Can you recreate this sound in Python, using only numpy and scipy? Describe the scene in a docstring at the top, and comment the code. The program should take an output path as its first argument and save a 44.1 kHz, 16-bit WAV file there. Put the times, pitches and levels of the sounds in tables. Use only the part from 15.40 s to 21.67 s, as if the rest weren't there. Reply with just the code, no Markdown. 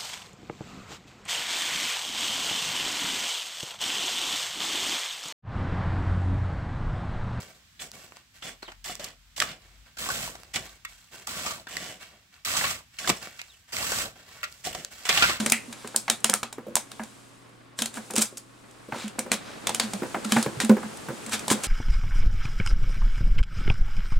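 """A small carpeted room: a ferret shoves empty plastic bottles about, beside a plastic tub and close to a camera.
Noise bursts shaped by spectra make the thin walls snap, crumple and scrape and the bottles knock; decaying sines
ring the dented facets, struck panels and tub, and hoot as the air swings in a bottle's neck.
Shaped noise rubs fur and plastic on the carpet; a noise tail answers as the room, over a faint hum and hiss."""
import sys
import numpy as np
from scipy import signal
from scipy.fft import rfft, irfft, next_fast_len
from scipy.io import wavfile
from scipy.ndimage import uniform_filter1d

SR = 44100
rng = np.random.default_rng(int(sys.argv[2]) if len(sys.argv) > 2 else 0)


def store_wav(level_fs):
    """Save 16-bit WAV to argv[1]."""
    pcm = np.round(np.clip(np.atleast_2d(level_fs), -1, 1) * 32767)
    wavfile.write(sys.argv[1], SR, pcm.T.astype(np.int16))


N = 276543
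TIME_S = np.arange(N) / SR


def amp(db):
    """Decibels to gain."""
    return 10 ** (np.asarray(db) / 20)


def unit(x):
    """Scales each channel to rms 1."""
    return x / np.sqrt(np.mean(x ** 2, axis=-1, keepdims=True) + 1e-20)


def read(points, hz):
    """Reads (f/Hz, value) points on a log-frequency axis."""
    f, value = np.transpose(points)
    return np.interp(np.log(hz + 1), np.log(f), value)


def add(mix, start_s, sound):
    """Mixes a sound in at start_s, cut off at the end of the mix."""
    part = mix[..., max(round(start_s * SR), 0):][..., :sound.shape[-1]]
    part += sound[..., :part.shape[-1]]


def response(points, size=2048):
    """The causal (minimum-phase) impulse response of a given spectrum."""
    log_gain = np.log(amp(read(points, abs(np.fft.fftfreq(size, 1 / SR)))))
    spectrum = np.exp(np.conj(signal.hilbert(log_gain)))
    return np.fft.ifft(spectrum).real[None, :size // 2]


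def noise(points):
    """Mid and side noise of a given spectrum, rms 1."""
    size = next_fast_len(N)
    white = rfft(rng.standard_normal((2, size)))
    gain = amp(read(points, np.fft.rfftfreq(size, 1 / SR)))
    return unit(irfft(white * gain, size)[:, :N])


def waver(size, order):
    """Smooth random curve of rms 1 that changes over about order samples."""
    smooth = uniform_filter1d(rng.standard_normal(size), order)
    return unit(uniform_filter1d(smooth, order))


def radiate(force, responses, levels_db, length_s):
    """A force drives each range of the plastic; a range carries the energy of its level held for length_s."""
    parts = (amp(db) * unit(signal.fftconvolve(force, h, axes=1)) for h, db in zip(responses, levels_db))
    return sum(parts) * np.sqrt(length_s * SR / (force.shape[1] + responses[0].shape[1] - 1))


# radiation of a buckling wall, three ranges: f/Hz, relative level/dB
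CRACK_SPECTRUM = [(3000, -49), (5000, -9.5), (6300, -3.5), (7900, 2.5), (9400, -0.5), (11000, -9),
                  (13500, -15.5), (16000, -23.5)]
FLEX_SPECTRUM = [(1000, -59.5), (1800, -13.5), (2300, 1), (2900, 0), (3700, 1.5), (5000, -5.5), (7000, -8),
                 (12000, -58.5)]
BODY_SPECTRUM = [(40, -10.5), (150, -10.5), (330, -10), (550, -6.5), (900, -3), (1600, -1), (2300, -17),
                 (5000, -32.5)]


def wall_responses():
    """The wall filters its force into a crack, a flex and a body range."""
    return [response(p) for p in (CRACK_SPECTRUM, FLEX_SPECTRUM, BODY_SPECTRUM)]


BODY_DB, BODY_DB_PER_FLEX_DB = -3.5, 1.14  # re crack at 0 dB of flex


def dent_levels(crack_db, flex_db):
    """Crack, flex and body levels: a bigger dent moves more of the bottle."""
    return crack_db + np.array([0, flex_db, BODY_DB + BODY_DB_PER_FLEX_DB * flex_db])


SNAP_RING_S, RING_DB_PER_FLEX_DB = 0.00404, 0.1  # a bigger dent rings longer
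HARD_SNAP_DB, RING_DB_PER_EXCESS_DB = -20.5, 0.39  # a snap above this level is over sooner
# wall buckles: t/s, crack level/dB, dent size as flex level/dB re crack, facet f/Hz
WALL_SNAPS = [(0.0617, -17, -3.5, 2190), (0.0986, -19, -9, 4840), (0.1208, -9.5, -7.5, 2320),
              (0.3268, -35.5, 0.5, 2420), (0.4742, -32.5, -5.5, 1300), (0.5615, -11, -14, 4340),
              (0.68, -40.5, 12, 2550), (0.6992, -12, -4.5, 3750), (0.844, -11.5, -4.5, 2930),
              (0.897, -14.5, -9, 3200), (0.9383, -12, -9.5, 1300), (1.0308, -28.5, 4, 1250),
              (1.127, -33, -4, 900), (1.3546, -11, -12.5, 1040), (1.3665, -22, -1.5, 910),
              (1.516, -37.5, 1, 3560), (1.6351, -37.5, -2, 900), (2.389, -25.5, 0.5, 4070),
              (2.4205, -18.5, -4, 3200), (2.458, -23, -6, 4300), (2.541, -36, -6, 1510),
              (2.707, -29.5, -7, 790), (2.7358, -32, -7, 800), (2.756, -24, -14, 2600),
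              (2.7626, -17.5, -7, 4800), (2.781, -15.5, -11.5, 4760), (2.818, -18, -12.5, 4800),
              (2.8215, -15.5, -12.5, 4830), (2.8561, -36, -3, 4860), (2.9718, -31, -8.5, 4800),
              (2.979, -32.5, -14, 4800), (3.679, -35.5, -1.5, 2830), (3.7911, -19.5, -8.5, 2300),
              (3.917, -16.5, -0.5, 2250), (4.2701, -19.5, -0.5, 3460), (4.293, -24.5, 0, 885),
              (4.3466, -19.5, -5.5, 3030), (4.398, -18, 1, 4520), (4.5347, -26.5, -3, 810),
              (4.8475, -29.5, 0, 1360), (4.9211, -17, -1, 3200), (5.027, -21.5, -5.5, 4530),
              (5.202, -23, 2.5, 1920), (5.247, -24.5, -6.5, 800), (5.2946, -29, 1, 980),
              (5.8628, -32, -6.5, 2150), (5.894, -33, -10, 1800), (5.9934, -31.5, -3.5, 2400),
              (6.0803, -22.5, -3, 900), (6.101, -23, 4.5, 1090), (6.2359, -25, -7, 2700)]


def snaps(rows, first=1.7, jump_s=0.00039, size=1200):
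    """A dent pops through in a sharp jump, and the wave rattles round the thin wall for a few milliseconds."""
    out, t = np.zeros((2, N)), np.arange(size) / SR
    wall = wall_responses()
    for start_s, crack_db, flex_db, *_ in rows:
        excess_db = max(crack_db - HARD_SNAP_DB, 0)
        ring_s = SNAP_RING_S * amp(RING_DB_PER_FLEX_DB * flex_db - RING_DB_PER_EXCESS_DB * excess_db)
        rebound_s = ring_s * rng.uniform(0.48, 1)
        rebound = np.exp(-((t - rebound_s) / jump_s) ** 2)  # the rim of the dent follows
        force = rng.standard_normal((2, size)) * (np.exp(-t / ring_s) + 0.6 * rebound)
        force[0, 0] += first
        add(out, start_s, radiate(force, wall, dent_levels(crack_db, flex_db), 0.0018))
    return out


def facets(level_db=3.0, spread=0.043, t60_s=0.019, count=3):
    """Every dent leaves a facet of wall that rings briefly in a few close modes round its own pitch."""
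    out, t = np.zeros((2, N)), np.arange(SR // 12) / SR
    for start_s, crack_db, flex_db, facet_hz in WALL_SNAPS:
        hz = facet_hz * (1 + spread * rng.uniform(-1.07, 1, (count, 1)))
        modes = np.sin(2 * np.pi * hz * t).sum(0) / count
        add(out[0], start_s, amp(level_db + crack_db + flex_db - 60 * t / t60_s) * modes)
    return out


TAUT_S = 0.121  # the hardest snap
# close modes of a taut wall: f/Hz, relative level/dB
TAUT_SPECTRUM = [(900, -46), (1500, -13), (2000, 3), (2400, 2.5), (2700, 0), (3200, -17), (4500, -39)]


def taut_wall(level_db=-23.5, t60_s=0.24):
    """The hardest snap leaves a taut wall singing on; fading band noise stands for its many close modes."""
    out, t = np.zeros((2, N)), np.arange(SR // 3) / SR
    add(out, TAUT_S, noise(TAUT_SPECTRUM)[:, :len(t)] * amp(level_db - 60 * t / t60_s))
    return out


# folds of a wall, and a few soft rustles and scrapes:
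# middle t/s, half length/s, crack level/dB, flex level/dB re crack
WALL_CRUMPLES_AND_SCRAPES = [(0.005, 0.0057, -35.5, 3), (0.44, 0.097, -61, 5.5), (2.403, 0.014, -39, -6),
                             (2.565, 0.019, -44.5, -3), (2.783, 0.015, -31, -1), (2.821, 0.0073, -23, -8.5),
                             (3.603, 0.051, -50, 7), (3.934, 0.0093, -31.5, 0), (4.088, 0.064, -64.5, 13.5),
                             (4.438, 0.013, -44.5, 4.5), (4.971, 0.054, -38, 0), (5.22, 0.01, -34, 2),
                             (5.938, 0.012, -30.5, 1.5), (6.118, 0.011, -23.5, -6),
                             (6.247, 0.0098, -31.5, -2.5)]


def crumples(creases_per_s=1300):
    """A run of tiny random jolts over a weaker rustle, swelling and fading as the wall folds or scrapes."""
    out = np.zeros((2, N))
    wall = wall_responses()
    t = np.arange(-SR // 8, SR // 8) / SR
    for middle_s, half_s, crack_db, flex_db in WALL_CRUMPLES_AND_SCRAPES:
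        creases = rng.random(len(t)) < creases_per_s / SR
        swell = np.exp(-.5 * (t / half_s) ** 2)
        force = rng.standard_normal((2, len(t))) * (creases + 0.21) * swell
        audible = force[:, middle_s + t >= 0]
        add(out, middle_s + t[0], radiate(audible, wall, dent_levels(crack_db, flex_db), 2 * half_s))
    return out


KNOCK_RING_S, RING_DB_PER_HARDNESS_DB = 0.0072, 0.07  # a hard contact is shorter
CLACK_DB, CLACK_DB_PER_HARDNESS_DB = -3, 1.31
# radiation of a knock, three ranges: f/Hz, relative level/dB
THUD_SPECTRUM = [(40, -54), (130, -7), (260, 2.5), (400, -2.5), (560, 1), (800, -18.5), (2000, -34.5)]
HOLLOW_SPECTRUM = [(300, -33.5), (600, -2), (780, -1), (1150, -7), (1600, -11.5), (4000, -50)]
CLACK_SPECTRUM = [(700, -60.5), (1300, -8), (1600, 5.5), (2200, 0), (3200, -18), (5000, -29), (10000, -33),
                  (16000, -72)]
# a bottle bumps the tub or the floor: t/s, base level/dB, hardness/dB, struck panel f/Hz
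BOTTLE_KNOCKS = [(0.061, -27.5, -2.5, 574), (0.446, -34, -4, 416), (0.545, -36, 2, 450),
                 (0.68, -40.5, 13.5, 810), (0.893, -29, -1.5, 545), (0.933, -52.5, 22.5, 795),
                 (1.182, -31, -7.5, 465), (1.267, -33, -33, 483), (1.283, -37, -19, 490),
                 (1.306, -39, -17, 490), (1.5955, -37.5, 5, 926), (2.571, -37, 3.5, 282),
                 (2.702, -32.5, -4, 780), (2.738, -29.5, -17, 410), (2.779, -24.5, -38, 308),
                 (2.926, -40.5, -29, 363), (3.486, -36, -18, 302), (3.522, -33.5, 5, 882),
                 (3.546, -30.5, -6, 930), (3.785, -29.5, -3, 724), (3.863, -34, -7.5, 575),
                 (3.92, -30, -23, 276), (4.295, -28.5, -7.5, 845), (4.621, -23, -11, 375),
                 (4.632, -26.5, -3.5, 360), (4.745, -25, 0.5, 687), (4.762, -29, -15, 646),
                 (4.92, -28, -0.5, 290), (4.963, -22, 1.5, 826), (4.968, -27, 4, 297),
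                 (5.062, -22.5, -5.5, 425), (5.295, -13, -8.5, 382), (5.314, -18.5, -28, 398),
                 (5.368, -25, -5.5, 424), (5.431, -36, 0.5, 850), (5.686, -26.5, -5, 422),
                 (5.704, -29.5, -11, 397), (6.113, -16.5, -5.5, 354)]


def knocks(level_db=-1.0, thud_db=-3, blow=3.1, size=2400):
    """A blunt blow and a short shudder of the damped plastic; the harder the contact, the more it clacks."""
    out, t = np.zeros((2, N)), np.arange(size) / SR
    shell = [response(p) for p in (THUD_SPECTRUM, HOLLOW_SPECTRUM, CLACK_SPECTRUM)]
    for start_s, base_db, hardness_db, _ in BOTTLE_KNOCKS:
        ring_s = KNOCK_RING_S * amp(-RING_DB_PER_HARDNESS_DB * hardness_db)
        force = rng.standard_normal((2, size)) * np.exp(-t / ring_s)
        force[0, 0] += blow
        clack_db = CLACK_DB + CLACK_DB_PER_HARDNESS_DB * hardness_db
        levels_db = level_db + base_db + np.array([thud_db, hardness_db, clack_db])
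        add(out, start_s, radiate(force, shell, levels_db, 0.0052))
    return out


PANEL_DB_PER_HARDNESS_DB = 0.81  # a hard contact rings the panel more
# tub modes after every knock: f/Hz, relative level/dB, t60/s
TUB_RING = [(339.3, -9, 0.23), (462, -28, 0.32), (515, -8, 0.23), (832, -23.5, 0.17), (1100, -31, 0.11)]


def panels(panel_db=1, tub_db=-4, rise_s=0.0008, panel_t60_s=0.055):
    """Each knock gives a few round cycles of the struck panel, and the tub's modes ring a little longer."""
    out, t = np.zeros(N), np.arange(SR // 4) / SR
    for start_s, base_db, hardness_db, panel_hz in BOTTLE_KNOCKS:
        struck_db = panel_db + PANEL_DB_PER_HARDNESS_DB * max(hardness_db, 0)
        modes = [(panel_hz, struck_db, panel_t60_s)]
        modes += [(hz, tub_db + db, t60_s) for hz, db, t60_s in TUB_RING]
        for hz, mode_db, t60_s in modes:
            swing = np.sin(2 * np.pi * (hz * t + rng.random())) * (1 - np.exp(-t / rise_s))
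            add(out, start_s, amp(base_db + mode_db - 60 * t / t60_s) * swing)
    return out


NECK_HZ, NECK_SCATTER = 222.7, 0.043  # pitch and its relative spread as the bottle is dented
SNAP_HOOT_DB, KNOCK_HOOT_DB = -17, -9.5  # re the snap's flex; re the knock's base level
# the ferret leans on a bottle: t/s, level/dB, neck f/Hz
BOTTLE_SQUEEZES = [(0.0, -23, 214), (0.124, -27, 222), (0.279, -36.5, 235), (0.897, -32, 202),
                   (1.597, -30.5, 219.4), (2.414, -27.5, 228), (2.575, -36, 219), (2.777, -22, 216),
                   (3.642, -27.5, 210), (3.784, -32, 215), (3.912, -29.5, 202.5), (4.272, -31, 216),
                   (4.437, -27.5, 213), (4.536, -28, 198), (4.853, -24.5, 213), (4.921, -16.5, 214),
                   (4.966, -16, 223), (5.235, -19.5, 219), (5.296, -5.5, 214.2), (5.441, -29.5, 212),
                   (5.866, -34, 214), (5.929, -34.5, 214), (6.111, -19.5, 213.5)]


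def pushes():
    """Everything that moves the air in a bottle: the squeezes, and a small hoot from each snap and knock."""
    jolts = [(s, db + flex_db + SNAP_HOOT_DB) for s, db, flex_db, _ in WALL_SNAPS]
    jolts += [(s, db + KNOCK_HOOT_DB) for s, db, _, _ in BOTTLE_KNOCKS]
    scattered = [(s, db, NECK_HZ * (1 + NECK_SCATTER * rng.standard_normal())) for s, db in jolts]
    return list(BOTTLE_SQUEEZES) + scattered


def hoots(push_s=0.03, t60_s=0.13, rise_s=0.0018, sag_db_per_s=100, bend=0.24, settle_s=0.0047, wobble=0.007):
    """The neck's air resonance swings while the wall is pushed, settles unsteadily in pitch, then dies quickly."""
    out, t = np.zeros(N), np.arange(SR // 4) / SR
    fade_db = sag_db_per_s * t + 60 * np.maximum(t - push_s, 0) / t60_s
    for start_s, db, hz in pushes():
        pitch_hz = hz * (1 + bend * np.exp(-t / settle_s) + wobble * waver(len(t), order=200))
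        turns = np.cumsum(pitch_hz) / SR
        add(out, start_s, amp(db - fade_db) * (1 - np.exp(-t / rise_s)) * np.sin(2 * np.pi * turns))
    return out


# the heavier shoves rock the tub on the floor: t/s, base level/dB
TUB_BUMPS = [(3.524, -29.5), (4.96, -22), (5.062, -24), (5.17, -25), (5.3, -22), (5.688, -28),
             (6.11, -23.5)]


def bumps(hz=130, rise_s=0.011, t60_s=0.078):
    """A few soft low cycles, damped by the carpet."""
    out, t = np.zeros(N), np.arange(SR // 5) / SR
    swing = 2 * (1 - np.exp(-t / rise_s)) * np.sin(2 * np.pi * hz * t)
    for start_s, db in TUB_BUMPS:
        add(out, start_s, amp(db - 60 * t / t60_s) * swing)
    return out


def plastic():
    """The snaps, facets, crumples, scrapes and knocks as they leave the bottles in one direction."""
    return snaps(WALL_SNAPS) + facets() + crumples() + knocks()


# spectra: f/Hz, relative level/dB per Hz
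SCUFF_SPECTRUM = [(35, -17), (70, 0), (150, 6), (230, 9), (400, 6), (800, 1.5), (1500, -0.5), (2800, -8),
                  (5000, -12.5), (10000, -47)]
SWISH_SPECTRUM = [(1000, -19), (2500, 1), (4000, 0), (5800, 0), (8200, 3.5), (10500, -3.5), (13000, -12),
                  (16000, -18)]
# fur and plastic slide on the carpet: t/s, scuff base level/dB, swish base level/dB
SLIDES = [(0.0, -36.5, -37.5), (0.24, -50, -50), (0.87, -53.5, -55), (1.13, -58.5, -65), (1.33, -53.5, -62),
          (1.61, -53, -51.5), (2.13, -56.5, -64), (2.43, -57, -72), (2.57, -47.5, -50), (2.72, -53.5, -51),
          (3.04, -57, -62), (3.42, -53, -58), (3.75, -48.5, -58), (4.26, -42, -51), (4.42, -43, -45),
          (4.85, -41, -47), (5.73, -43.5, -47), (6.27, -39, -43.5)]


def rubbing(scuff_db=-1, swish_db=-2, scuff_catch_db=1.34, swish_catch_db=-0.4):
    """Sliding friction: the plastic drags unevenly, while fur and carpet fibres swish more smoothly."""
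    t, scuff, swish = np.transpose(SLIDES)
    catch = waver(N, order=400)
    low = noise(SCUFF_SPECTRUM) * amp(scuff_db + np.interp(TIME_S, t, scuff) + scuff_catch_db * catch)
    high = noise(SWISH_SPECTRUM) * amp(swish_db + np.interp(TIME_S, t, swish) + swish_catch_db * catch)
    return low + high


def ticks(per_s=4.7, level_db=3.5, spread_db=10, flex_db=-7.5, count=60):
    """Rows for faint snaps at random moments, stronger where the sliding swishes louder."""
    wait, strength = rng.random((count, 2)).T
    times_s = np.cumsum(-np.log(1 - wait)) / per_s
    t, _, swish = np.transpose(SLIDES)
    levels_db = np.interp(times_s, t, swish) + level_db + spread_db * (2 * strength - 1)
    return [(s, db, flex_db) for s, db in zip(times_s, levels_db) if s < N / SR]


# reverberation: f/Hz, t60/s
ROOM_DECAY = [(200, 0.26), (550, 0.14), (1400, 0.19), (3700, 0.18), (8000, 0.2), (14000, 0.16)]
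# reverberation: f/Hz, band level/dB
ROOM_BANDS = [(100, -17.5), (400, 2), (1400, -6), (3700, -5.5), (8000, -10.5), (14000, -8)]


def room(x, gap_s=0.0046, build_s=0.00033, side_db=3):
    """Dense reflections arrive a few milliseconds late; each band dies at its own speed."""
    taps = rng.standard_normal((2, SR // 2))
    hz, t, z = signal.stft(taps, SR, nperseg=256)
    t60_s = read(ROOM_DECAY, hz)[:, None]
    fade_db = read(ROOM_BANDS, hz)[:, None] - 60 * t / t60_s
    z = z * amp(fade_db) * np.sqrt(2 * np.log(1000) / (t60_s * SR))  # equal energy whatever the t60
    tail = signal.istft(z, SR, nperseg=256)[1]
    tail *= 1 - np.exp(-np.arange(tail.shape[1]) / SR / build_s)
    tail = np.pad(tail, ((0, 0), (round(gap_s * SR), 0)))
    return signal.fftconvolve(x[:1], tail, axes=1)[:, :N] * amp([[0], [side_db]])


def reflections(count=3):
    """A crinkled wall sends a different waveform in each direction, so the room's tail is dense and unpitched."""
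    return sum(room(plastic()) for _ in range(count)) / np.sqrt(count)


# steady tones: f/Hz, rms level/dB
HUM_TONES = [(119.5, -60.5), (273.5, -66), (506, -75.5), (1096, -70)]
# f/Hz, relative level/dB per Hz
HISS_SPECTRUM = [(25, -3), (50, -2), (90, -20), (170, -12), (300, -3.5), (500, -30.5), (750, -20.5),
                 (1100, -9), (1600, -15), (3600, -19.5), (5500, -28), (8000, -31.5), (15500, -40)]


def background(hiss_db=-61.5):
    """A faint mains hum of steady sines over a steady noise hiss."""
    out = amp(hiss_db) * noise(HISS_SPECTRUM)
    for hz, db in HUM_TONES:
        out[0] += np.sqrt(2) * amp(db) * np.sin(2 * np.pi * (hz * TIME_S + rng.random()))
    return out


def ports(x, width):
    """Mid and side to left and right, as at two close microphone ports; the side is filtered by width."""
    side = signal.oaconvolve(x[1], response(width)[0])[:N]
    return np.array([x[0] + side, x[0] - side])


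# stereo width: f/Hz, side gain/dB
BOTTLE_WIDTH = [(60, -6.5), (110, -10), (200, -15), (380, -18), (700, -14), (1290, -13), (2380, -12),
                (4400, -9), (8120, -6), (15000, 0)]
RUB_HISS_WIDTH = [(60, 4), (110, -0.5), (200, -3.5), (380, -1.5), (700, 0), (1290, -1.5), (2380, -2),
                  (4400, -4.5), (8120, -4.5), (15000, 1)]


def scene(low_lean_db=0.87):
    """The bottles and their room, over rubbing, hum and hiss; the lows lean to the right."""
    direct = plastic() * amp([[0], [-3]])  # mid, side
    bottles = direct + reflections() + taut_wall()
    lows = (hoots() + bumps() + panels()) * amp([[-low_lean_db], [low_lean_db]])
    bed = ports(rubbing() + background(), RUB_HISS_WIDTH)
    return ports(bottles + snaps(ticks()), BOTTLE_WIDTH) + lows + bed


def record(dry, lag=0.51, max_step=0.38, edge_hz=16000):
    """Steps too steep for the input pull it down, adding a low bump; then clipping and the band limits."""
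    excess = np.maximum(abs(np.diff(dry, prepend=0)) - max_step, 0)
    clipped = np.clip(dry - lag * excess, -0.9, 0.9)
    high_passed = signal.sosfilt(signal.butter(1, 30, "high", fs=SR, output="sos"), clipped)
    low_pass = signal.firwin(301, edge_hz, window=("kaiser", 8), fs=SR)
    return signal.oaconvolve(high_passed, low_pass[None], "same")


dry = scene()
out = record(dry)
store_wav(out)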